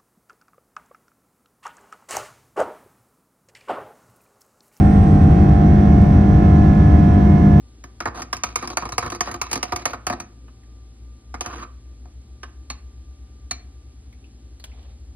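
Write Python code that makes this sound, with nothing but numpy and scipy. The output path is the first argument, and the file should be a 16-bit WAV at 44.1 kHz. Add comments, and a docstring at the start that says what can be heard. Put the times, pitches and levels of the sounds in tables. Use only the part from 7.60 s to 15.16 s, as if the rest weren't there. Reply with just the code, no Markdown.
"""A steel spoon stirs frothy coffee in a ceramic mug on a kitchen counter, close to a pair of microphones.
It clinks and glides on the wall, knocks and skids on the bottom, drags over the glaze and taps the rim three times.
Random contact forces excite the resonances of mug and spoon; the lifted spoon rings as decaying sinusoids.
Handling ticks and a rustle are band-passed noise. In the small reverberant room, shaped noise makes the air
and wavering sinusoids the appliances; one motor speeds up."""
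import sys
import numpy as np
from scipy import signal
from scipy.fft import rfft, irfft, next_fast_len
from scipy.io import wavfile

SR = 44100
rng = np.random.default_rng(int(sys.argv[2]) if len(sys.argv) > 2 else 0)


def to_wav(s):
    """Save 16-bit WAV."""
    ch = np.atleast_2d(s).T  # columns
    pcm = np.round(np.clip(ch, -1, 1) * 32767)  # PCM
    wavfile.write(sys.argv[1], SR, pcm.astype(np.int16))


N = 333290
TIME = np.arange(N) / SR
PADDED = next_fast_len(N + 4096, True)
MUG_HZ = np.fft.rfftfreq(4096, 1 / SR)


def amp(db):
    """Logarithmic level: converts decibels to an amplitude ratio."""
    return 10 ** (np.asarray(db) / 20)


def unit(x):
    """Normalization: scales a signal to rms 1."""
    return x / np.sqrt(np.mean(x ** 2) + 1e-30)


def read(table, hz, axis=1):
    """Interpolation: reads one column of a table on a log-frequency axis."""
    columns = np.transpose(table)
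    return np.interp(np.log(hz + 1), np.log(columns[0] + 1), columns[axis])


def add(mix, s, sound):
    """Superposition: adds a stereo sound to the mix at s seconds."""
    part = mix[:, round(s * SR):][:, :sound.shape[1]]
    part += sound[:, :part.shape[1]]


def band(x, lo_hz, hi_hz, order=3):
    """Causal filtering: a Butterworth band-pass."""
    edges = [lo_hz, min(hi_hz, SR / 2 - 100)]
    return signal.sosfilt(signal.butter(order, edges, "band", fs=SR, output="sos"), x)


def drift(rate_hz, size):
    """Random modulation: a wander of rms 1, interpolated between Gaussian values."""
    at = np.arange(size) * 2 * rate_hz / SR
    knots = int(at[-1]) + 2
    return unit(np.interp(at, np.arange(knots), rng.standard_normal(knots)))


# spectral density of the room noise: f/Hz, level/dB per Hz
ROOM_NOISE = [(20, -93.5), (40, -77.5), (80, -70), (150, -89.5), (230, -77.5), (310, -80.5), (450, -90),
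              (800, -99), (1200, -102.5), (2000, -103), (6500, -101), (10500, -104), (12000, -113),
              (13500, -127)]


def air():
    """Stationary noise: white noise shaped in frequency gives steady room rumble and hiss."""
    hz = np.fft.rfftfreq(PADDED, 1 / SR)
    white = rfft(rng.standard_normal((2, PADDED)))
    return irfft(white * amp(read(ROOM_NOISE, hz)) * np.sqrt(SR / 2), PADDED)[:, :N]


# steady appliance tones: f/Hz, rms level/dB before the stereo gain, depth of wavering (at most 0.3 is used)
APPLIANCE_TONES = [(59.3, -44.5, 0.25), (53.8, -61, 0.16), (110.4, -59, 0.098), (119.2, -60.5, 0.58),
                   (772, -76.5, 0.24), (1188.8, -72.5, 0.53)]


def hum(dim_s=6.3, dim_db=-5):
    """Modulated tones: sinusoids of slowly wandering amplitude and phase form the appliance hum."""
    out = np.zeros(N)
    dimming = amp(np.interp(TIME, [dim_s, dim_s + 0.2], [0, dim_db]))
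    for k, (hz, db, depth) in enumerate(APPLIANCE_TONES):
        waver = 1 + min(depth, .3) * drift(6.7, N)
        if k == len(APPLIANCE_TONES) - 1:
            waver = waver * dimming  # only the highest whine dims
        phase = 2 * np.pi * (hz * TIME + rng.random()) + hz / 1200 * drift(11.0, N)
        out += amp(db) * waver * np.sin(phase)
    return np.sqrt(2) * out


# broad response of mug and spoon: f/Hz, level/dB
BROAD_COLOUR = [(40, -16.5), (100, -3.5), (190, -5.5), (330, -5), (550, -3), (800, -2), (1200, -3.5),
                (1700, -6), (2500, -6.5), (3450, -16), (5000, -17), (6200, -15), (7250, -18), (9500, -15.5),
                (15500, -31.5)]


def broad_response():
    """Minimum phase: the Hilbert transform of the log gain makes the smooth colour causal."""
    log_gain = np.log(amp(read(BROAD_COLOUR, np.r_[MUG_HZ, MUG_HZ[-2:0:-1]])))
    return np.exp(signal.hilbert(log_gain).conj())[:len(MUG_HZ)]


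# resonances of the filled mug with the spoon in it: f/Hz, width/Hz, level/dB over the broad response
MUG_MODES = [(95.4, 63, -1.5), (266.3, 27, 5), (364, 50, 8), (482, 20, -5.5), (728, 28, 5), (854, 16, -1.5),
             (984, 13, -7), (1092, 41, -0.5), (1184, 52, 8), (1253, 56, 1), (1562, 18, -3), (1734, 31, -7),
             (1860, 90, -3.5), (2196, 29, 3), (2322, 38, 2.5), (2440, 60, 2), (2666, 90, -4),
             (2894, 32, 0.5), (3998, 58, 14.5), (4500, 24, 8), (4610, 32, 16)]
# resonances of the spoon, damped by fingers and drink: f/Hz, width/Hz, level/dB over the broad response
HELD_SPOON_MODES = [(4975, 140, 15), (5130, 150, 12.5), (5430, 130, 14.5), (5910, 146, 16),
                    (6230, 170, 13.5), (6480, 130, 13.5), (6880, 59, 10.5), (7740, 110, 6), (8080, 96, 6.5),
                    (8560, 170, 6.5), (9000, 260, 6.5), (9340, 220, 9.5), (10180, 130, 5),
                    (10520, 130, 7.5), (12370, 380, 15), (13900, 400, 6.5)]


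def mug_response(slosh=0.0041, grip=0.012):
    """Modal superposition: the contact place weights the modes; liquid detunes the mug, grip the spoon."""
    hz, width, db = np.transpose(MUG_MODES + HELD_SPOON_MODES)[:, :, None]
    place_db = 3.3  # standard deviation of the weighting
    place, detune = rng.standard_normal((2, len(hz), 1))
    spread = np.where(np.arange(len(hz)) < len(MUG_MODES), slosh, grip)[:, None]
    mode_hz = hz * (1 + spread * detune)
    modes = amp(db + place_db * place) / (1 + 1j * ((MUG_HZ - mode_hz) * (2 / width)))
    # the far wall throws each contact back after a delay that depends on where the spoon is
    echo_delay_s = rng.uniform(.0002, .0009)
    echo = 1 + .35 * np.exp(-2j * np.pi * MUG_HZ * echo_delay_s)
    response = irfft(broad_response() * echo * (1 + modes.sum(0)))
    fade = np.minimum(np.linspace(2, 0, len(response)), 1) ** 2
    return response * fade


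def travelling(forces):
    """Moving excitation: the travelling contact meets a new weighting of the modes at each patch."""
    patch_s = .028  # time to reach a new patch of the wall
    size, hop = forces.shape[-1], round(patch_s * SR)
    out = np.zeros(forces.shape[:-1] + (size + 4095,))
    for centre in range(0, size + hop // 2, hop):
        at = np.arange(max(centre - hop, 0), min(centre + hop, size))
        piece = forces[..., at] * np.cos(np.pi / 2 * (at - centre) / hop)  # power crossfade
        sound = signal.fftconvolve(piece, mug_response()[None, None], axes=-1)
        out[..., at[0]:at[0] + sound.shape[-1]] += sound
    return out


def contact(low_force, high_force, top_hz, wall_db, sing_db, span_s, thud_db, body_db, bright_db):
    """Forced vibration: forces sound the modes in five registers, each with a set rms over the first span_s.
    The glazed wall sings at sing_db against the steel."""
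    low, high = travelling(np.array([low_force, high_force]))
    # the upper wall modes lie between the body and the steel contact, in pitch and in level
    upper_db = (2 * body_db + 3 * bright_db) / 5
    thud_lag_s = 0.004028  # the counter follows the mug a little late
    thud = np.roll(band(low, 58.9, 392, order=4), round(thud_lag_s * SR), axis=1)
    parts = [
        (thud, thud_db),
        (band(low, 437, 1580), body_db),
        (band(high, 1607, 3470), upper_db + wall_db),
        (band(high, 3810, 4750), bright_db + sing_db),
        (band(high, 4910, top_hz, order=6), bright_db)]
    shortest_s = .016
    span = round(max(span_s, shortest_s) * SR)
    return sum(amp(db) * x / np.sqrt(np.mean(x[:, :span] ** 2)) for x, db in parts)


def chatter(t, rise_s, bounce_s, after_db, after_s):
    """Impact noise: a brief noise burst for the bounces, then decaying scatter from the cup and counter."""
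    bounces = np.exp(-(t / bounce_s) ** 2)
    scatter = amp(after_db) * np.exp(-t / after_s)
    envelope = (1 - np.exp(-t / rise_s)) * (bounces + scatter)
    return rng.standard_normal((2, len(t))) * envelope


def blow(thud_db, body_db, bright_db, top_hz=15800, wall_db=-5.0, sing_db=-13.0):
    """Impact excitation: a dull knock shakes the mug for longer than a bright clink."""
    t = np.arange(SR // 12) / SR
    dullness = np.clip((body_db - bright_db) / 14, 0, 1)
    low = chatter(t, rise_s=0.001, bounce_s=0.0063, after_db=2.0, after_s=0.0089 + 0.0023 * dullness)
    high = chatter(t, rise_s=0.00083, bounce_s=0.0027, after_db=2.5, after_s=0.0064)
    cushioned_hz = top_hz - 2000 * dullness  # liquid softens the contact
    return contact(low, high, cushioned_hz, wall_db, sing_db, .025, thud_db, body_db, bright_db)


def scrape(length_s, thud_db, body_db, bright_db, spread_db=2, judder_db=4.0, top_hz=13400,
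           wall_db=0.5, sing_db=-8.0, fizz_db=-5.0, slope_db=0):
    """Stick-slip friction: dense tiny impacts bunched by judder, with harder catches at uneven gaps.
    The pressure changes by slope_db over the stroke."""
    size = max(round(length_s * SR), 256)
    slips_per_s = 5000
    catches_per_s, catch_db = 120, -6.5  # mean rate, and level against the fine slips
    slip_level_db = spread_db * np.minimum(rng.exponential(1, size), 4)
    slips = (rng.random(size) < slips_per_s / SR) * amp(slip_level_db)
    catch_at = np.cumsum(rng.uniform(.3, 1.7, 64)) * SR / catches_per_s
    catches = np.isin(np.arange(size), catch_at.astype(int)) * np.sqrt(SR / catches_per_s) * amp(catch_db)
    pressure_db = judder_db * drift(66.48, size) + np.linspace(0, slope_db, size)
    pressure = signal.windows.tukey(size, .2) * amp(pressure_db)
    fine_force = unit(slips) * rng.standard_normal((2, size))
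    catch_force = catches * rng.choice([-1, 1], (2, size))
    force = pressure * (fine_force + catch_force)
    fizz = amp(fizz_db) * band(force, 9700, 10000, order=2)  # the finest slips on the glaze
    return contact(force, force + fizz, top_hz, wall_db, sing_db, length_s, thud_db, body_db, bright_db)


# clinks on the wall, each with a glide: t/s, mug body level/dB, hardness (steel contact over body)/dB,
# glide length/s, glide level against the clink/dB
CLINKS_AND_GLIDES = [(0.2388, -42, -3, 0.0092, -17), (0.403, -27.5, -6, 0.015, -14.5),
                     (0.6187, -34, 0.5, 0.0066, -26), (0.7282, -24.5, -1.5, 0.011, -16),
                     (0.766, -45, 8, 0.0095, -17), (0.8352, -24, 1, 0.081, -20),
                     (0.957, -23.5, 1.5, 0.096, -18), (1.0735, -36, 4, 0.015, -6),
                     (1.1701, -21, -2, 0.1, -22.5), (1.29, -37.5, -1.5, 0.0066, -21),
                     (1.38, -21, -0.5, 0.1, -19), (1.5005, -34.5, 0.5, 0.0079, -22),
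                     (1.6065, -21, 0, 0.1, -18.5), (1.7131, -34, -2, 0.0099, -13),
                     (1.8142, -25, 1, 0.1, -17), (1.913, -31.5, 2.5, 0.01, -7),
                     (1.929, -28.5, 7.5, 0.0066, -10), (2.0284, -24, -0.5, 0.085, -21),
                     (2.16, -29.5, 1.5, 0.058, -12.5), (2.2543, -20.5, -1, 0.086, -20),
                     (2.4669, -23.5, -1.5, 0.01, -16), (2.5999, -35, 1.3, 0.01, -14),
                     (3.808, -28.5, 0.5, 0.0145, -31), (3.8599, -32, -2.5, 0.0058, -18.5)]


def clinks():
    """Impact, then friction: strikes on the wall, each followed by a light glide along it."""
    out = np.zeros((2, N))
    thud_at_0_db, thud_slope = -29.5, 0.3  # counter thud at a strength of 0 dB, dB per dB of strength
    glide_wait_s, glide_hardness_db, glide_thud_db = .017, -6.5, -4.5
    for s, strength_db, hardness_db, glide_s, press_db in CLINKS_AND_GLIDES:
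        thud_db = thud_at_0_db + thud_slope * strength_db
        add(out, s, blow(thud_db, strength_db, strength_db + hardness_db))
        glide_db = strength_db + press_db
        # rich in fine, high slips, easing off as the spoon leaves
        glide = scrape(glide_s, glide_db + glide_thud_db, glide_db, glide_db + glide_hardness_db,
                       wall_db=0.0, sing_db=-2.0, fizz_db=0, slope_db=-4.5)
        add(out, s + glide_wait_s, glide)
    return out


# kitchen reverberation: f/Hz, 60 dB decay time/s
KITCHEN_DECAY = [(150, 0.67), (800, 0.37), (2500, 0.36), (6000, 0.22), (14000, 0.051)]


def kitchen(x, wet_db=-17):
    """Diffuse reverberation: convolves with decaying noise that builds up over the first reflections."""
    t = np.arange(SR // 2) / SR
    hz, frame_s, z = signal.stft(rng.standard_normal((2, len(t))), SR, nperseg=256)
    decay = amp(-60 * frame_s / read(KITCHEN_DECAY, hz)[:, None])
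    tail = signal.istft(z * decay, SR, nperseg=256)[1][:, :len(t)]
    tail *= 1 - np.exp(-t / 0.00087)
    return amp(wet_db) * signal.fftconvolve(x, tail / np.linalg.norm(tail[0]), axes=1)[:, :N]


# knocks on the bottom, each with a skid: t/s, mug body level/dB, hardness (steel contact over body)/dB,
# skid length/s
KNOCKS_AND_SKIDS = [(0.455, -21.5, -15, 0.036), (1.0248, -28.5, -10.5, 0.035), (1.1009, -33.5, -4.5, 0.041),
                    (1.2219, -28.5, -18, 0.027), (1.253, -29.5, -12, 0.02), (1.3207, -33, -2, 0.032),
                    (1.4251, -27, -15, 0.037), (1.461, -28.5, -11.5, 0.024), (1.5195, -29.5, -7, 0.03),
                    (1.548, -35, -3.5, 0.025), (1.6732, -29.5, -15.5, 0.017), (1.689, -32.5, -17.5, 0.024),
                    (1.7407, -30.5, -7, 0.027), (1.955, -27, -3, 0.026), (2.1214, -21.5, -11.5, .016),
                    (2.3323, -27.5, -14, 0.026), (2.498, -22.5, -12, 0.044), (2.88, -53, -34, 0.0057),
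                    (3.7408, -31, -13, 0.014), (4.047, -46, -21, 0.008), (4.454, -54, -12, 0.0098)]


def knocks():
    """Impact, then friction: dull landings on the bottom, each running on into a skid."""
    out = np.zeros((2, N))
    # thud at 0 dB, dB per dB of strength, dB per dB of hardness
    thud_at_0_db, thud_slope, thud_per_hardness = -7, 0.87, 0.26
    skid_thud_db, skid_body_db, skid_bright_db = -5, -5.5, -7  # skid against its knock
    for s, strength_db, hardness_db, skid_s in KNOCKS_AND_SKIDS:
        thud_db = thud_at_0_db + thud_slope * strength_db + thud_per_hardness * hardness_db
        bright_db = strength_db + hardness_db
        add(out, s, blow(thud_db, strength_db, bright_db, wall_db=-8.0, sing_db=-9.0))
        skid = scrape(skid_s, thud_db + skid_thud_db, strength_db + skid_body_db,
                      bright_db + skid_bright_db, wall_db=-4.0, sing_db=-2.5)
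        add(out, s, skid)
    return out


# slow drags over the glaze: start t/s, end t/s, mug body level/dB, hardness/dB, ring of the upper wall/dB
GLAZE_DRAGS = [(0.541, 0.618, -33.5, -10, -4), (3.835, 3.952, -37, -13, -1), (3.924, 4.05, -37, -11.5, 0)]


def drags():
    """Sustained friction: the spoon is drawn slowly over the glaze."""
    out = np.zeros((2, N))
    thud_db = -6  # against the strength
    for start, end, db, hardness_db, wall_db in GLAZE_DRAGS:
        drag = scrape(end - start, db + thud_db, db, db + hardness_db, spread_db=2.0, judder_db=1.5,
                      wall_db=wall_db, sing_db=-5.0, fizz_db=0.0, slope_db=0.8)
        add(out, start, drag)
    return out


# small ticks away from the mug: t/s, ring level/dB, ring f/Hz, ring decay constant/s, crack level/dB
HANDLING_TICKS = [(2.8805, -54, 2700, .009, -60), (3.0336, -56, 1900, .009, -58),
                  (6.527, -53, 2200, .014, -52), (6.641, -51, 2700, .014, -64),
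                  (6.9979, -48, 4300, .017, -45), (7.0403, -36, 3100, .006, -32),
                  (7.1162, -50, 2350, .012, -72), (7.228, -61, 3300, .012, -54)]


def handling(crack_s=0.0083, ring_width_hz=550, grain_db=2.0):
    """Filtered noise: ticks, each a crack with a brief ring, and a grainy rustle."""
    out, t = np.zeros((2, N)), np.arange(SR // 20) / SR
    for s, ring_db, hz, ring_s, crack_db in HANDLING_TICKS:
        ring, crack = rng.standard_normal((2, 2, len(t)))
        ring = unit(band(ring, hz - ring_width_hz / 2, hz + ring_width_hz / 2, order=2)) * np.exp(-t / ring_s)
        crack = unit(band(crack, 360, 13200, order=3)) * np.exp(-t / crack_s)
        add(out, s, amp(ring_db) * ring + amp(crack_db) * crack)
    rustle_start_s, rustle_length_s, rustle_db = 7.04, 0.33, -55
    low_db = 8  # low body of the rustle against its brush
    size = round(rustle_length_s * SR)
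    brush = rng.standard_normal((2, size)) * amp(grain_db * drift(88.4, size))
    rub = band(brush, 1700, 4000, order=2) + amp(low_db) * band(brush, 220, 850, order=2)
    swell = np.sin(np.linspace(0, np.pi, size))
    add(out, rustle_start_s, amp(rustle_db) * unit(rub) * swell)
    return out


# a motor speeding up: t/s, f/Hz, rms level/dB before the stereo gain
MOTOR_RISE = [(3.3, 61.5, -54), (3.751, 63.6, -41.5), (4.299, 66, -45.5), (5.199, 67, -41),
              (5.901, 68.4, -44), (6.798, 70.3, -49.5), (7.55, 72.8, -43)]


def motor():
    """Interference: a rising sinusoid beats ever faster against the strongest appliance tone."""
    s, hz, db = np.transpose(MOTOR_RISE)
    level = amp(np.interp(TIME, s, db)) * np.clip((TIME - s[0]) * 10, 0, 1)
    phase = 2 * np.pi * np.cumsum(np.interp(TIME, s, hz)) / SR
    return np.sqrt(2) * level * np.sin(phase)


# modes of the spoon in the air: f/Hz, 60 dB decay time/s, level/dB at the first, second, third contact place
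FREE_SPOON_MODES = [(2336, .24, -22, -24, -17), (2660, .24, -36, -30, -25), (3768, .085, -2, -6, -22),
                    (4015, .08, -20, -16, -4), (4304, .078, -4, 6.5, 4.5), (5380, .06, 4, -7, -2),
                    (6420, .045, -3, 4, 2), (6800, .045, -6, 0, 6), (8440, .055, 1, -2, -3),
                    (10760, .06, -12, -11, -4)]


def spoon_ring(db, place, second_view_db=-4):
    """Free vibration: decaying modes, weighted by contact place, shiver slightly in the fingers."""
    t = np.arange(SR // 3) / SR
    shiver_hz, shiver_db, shiver_rad = 110, 2, .28
    ring = np.zeros(len(t))
    for hz, t60, *levels in FREE_SPOON_MODES:
        level_db = levels[place] - 60 * t / t60 + shiver_db * drift(shiver_hz, len(t))
        phase = 2 * np.pi * (hz * t + rng.random()) + shiver_rad * drift(shiver_hz, len(t))
        ring += amp(level_db) * np.sin(phase)
    return np.sqrt(2) * amp(db) * np.array([ring, amp(second_view_db) * ring])


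# the lifted spoon taps the rim: t/s, thud level/dB, mug body level/dB, bright steel contact level/dB,
# ring level of the free spoon/dB
TAPS_ON_RIM = [(4.8311, -54, -36, -44, -48), (5.101, -44, -36.5, -35, -34), (5.91, -40, -35, -30.5, -29)]


def rim_taps(clack_db=-4, clack_s=0.0098):
    """Impact and free vibration: the lifted spoon strikes the rim, clacks and rings freely."""
    out, t = np.zeros((2, N)), np.arange(SR // 15) / SR
    for place, (s, *levels, ring_db) in enumerate(TAPS_ON_RIM):
        add(out, s, blow(*levels, top_hz=12000, wall_db=-1.0, sing_db=-14.0))
        add(out, s, spoon_ring(ring_db, place))
        noise = rng.standard_normal((2, len(t)))
        clack = unit(band(noise, 400, 5600, order=2)) * np.exp(-t / clack_s)
        add(out, s, amp(ring_db + clack_db) * clack)
    return out


# the microphone pair: f/Hz, left-right likeness (0-1), lag of the left/rad, left minus right level/dB
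MICROPHONE_PAIR = [(100, 1, 0, 1), (300, .97, 0, 1), (520, .68, .15, -.3), (800, .55, .7, -1),
                   (1200, .72, .48, -3), (1900, .45, .9, -2), (2700, .35, 2.1, -2), (4100, .5, 1.2, -.7),
                   (5200, .92, 2.95, 1), (6300, .975, 3.02, .3), (9000, .97, 2.93, .4),
                   (14000, .95, 2.8, 0)]


def ports(x):
    """Coherence: two views of the field become a pair, alike in the bass and opposed in the treble."""
    hz, (a, b) = np.fft.rfftfreq(PADDED, 1 / SR), rfft(x, PADDED)
    same = np.clip(read(MICROPHONE_PAIR, hz), 0, 1)
    lag = read(MICROPHONE_PAIR, hz, axis=2)
    balance_db = read(MICROPHONE_PAIR, hz, axis=3)
    right = (same * a + np.sqrt(1 - same ** 2) * b) * np.exp(1j * lag)
    return irfft(np.array([a * amp(balance_db / 2), right * amp(-balance_db / 2)]), PADDED)[:, :N]


def scene(direct_db=-2.5):
    """Direct and reverberant fields: taps and handling in the open reach the kitchen more than stirring."""
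    inside = clinks() + knocks() + drags()
    outside = handling() + rim_taps()
    room = kitchen(inside, wet_db=-17.0) + kitchen(outside, wet_db=-16.0)
    field = amp(direct_db) * (inside + outside) + room + air()
    appliances = (hum() + motor()) * amp(0) * np.array([[1], [1]])
    return ports(field) + appliances * amp([[.7], [-.7]])  # slightly louder on the left


def record(dry):
    """Band limiting: a linear-phase low-pass removes the highest treble."""
    cutoff_hz = 16300
    lowpass = signal.firwin(511, cutoff_hz, window=("kaiser", 9), fs=SR)
    return signal.oaconvolve(dry, lowpass[None], "same")


dry = scene()
out = record(dry)
to_wav(out)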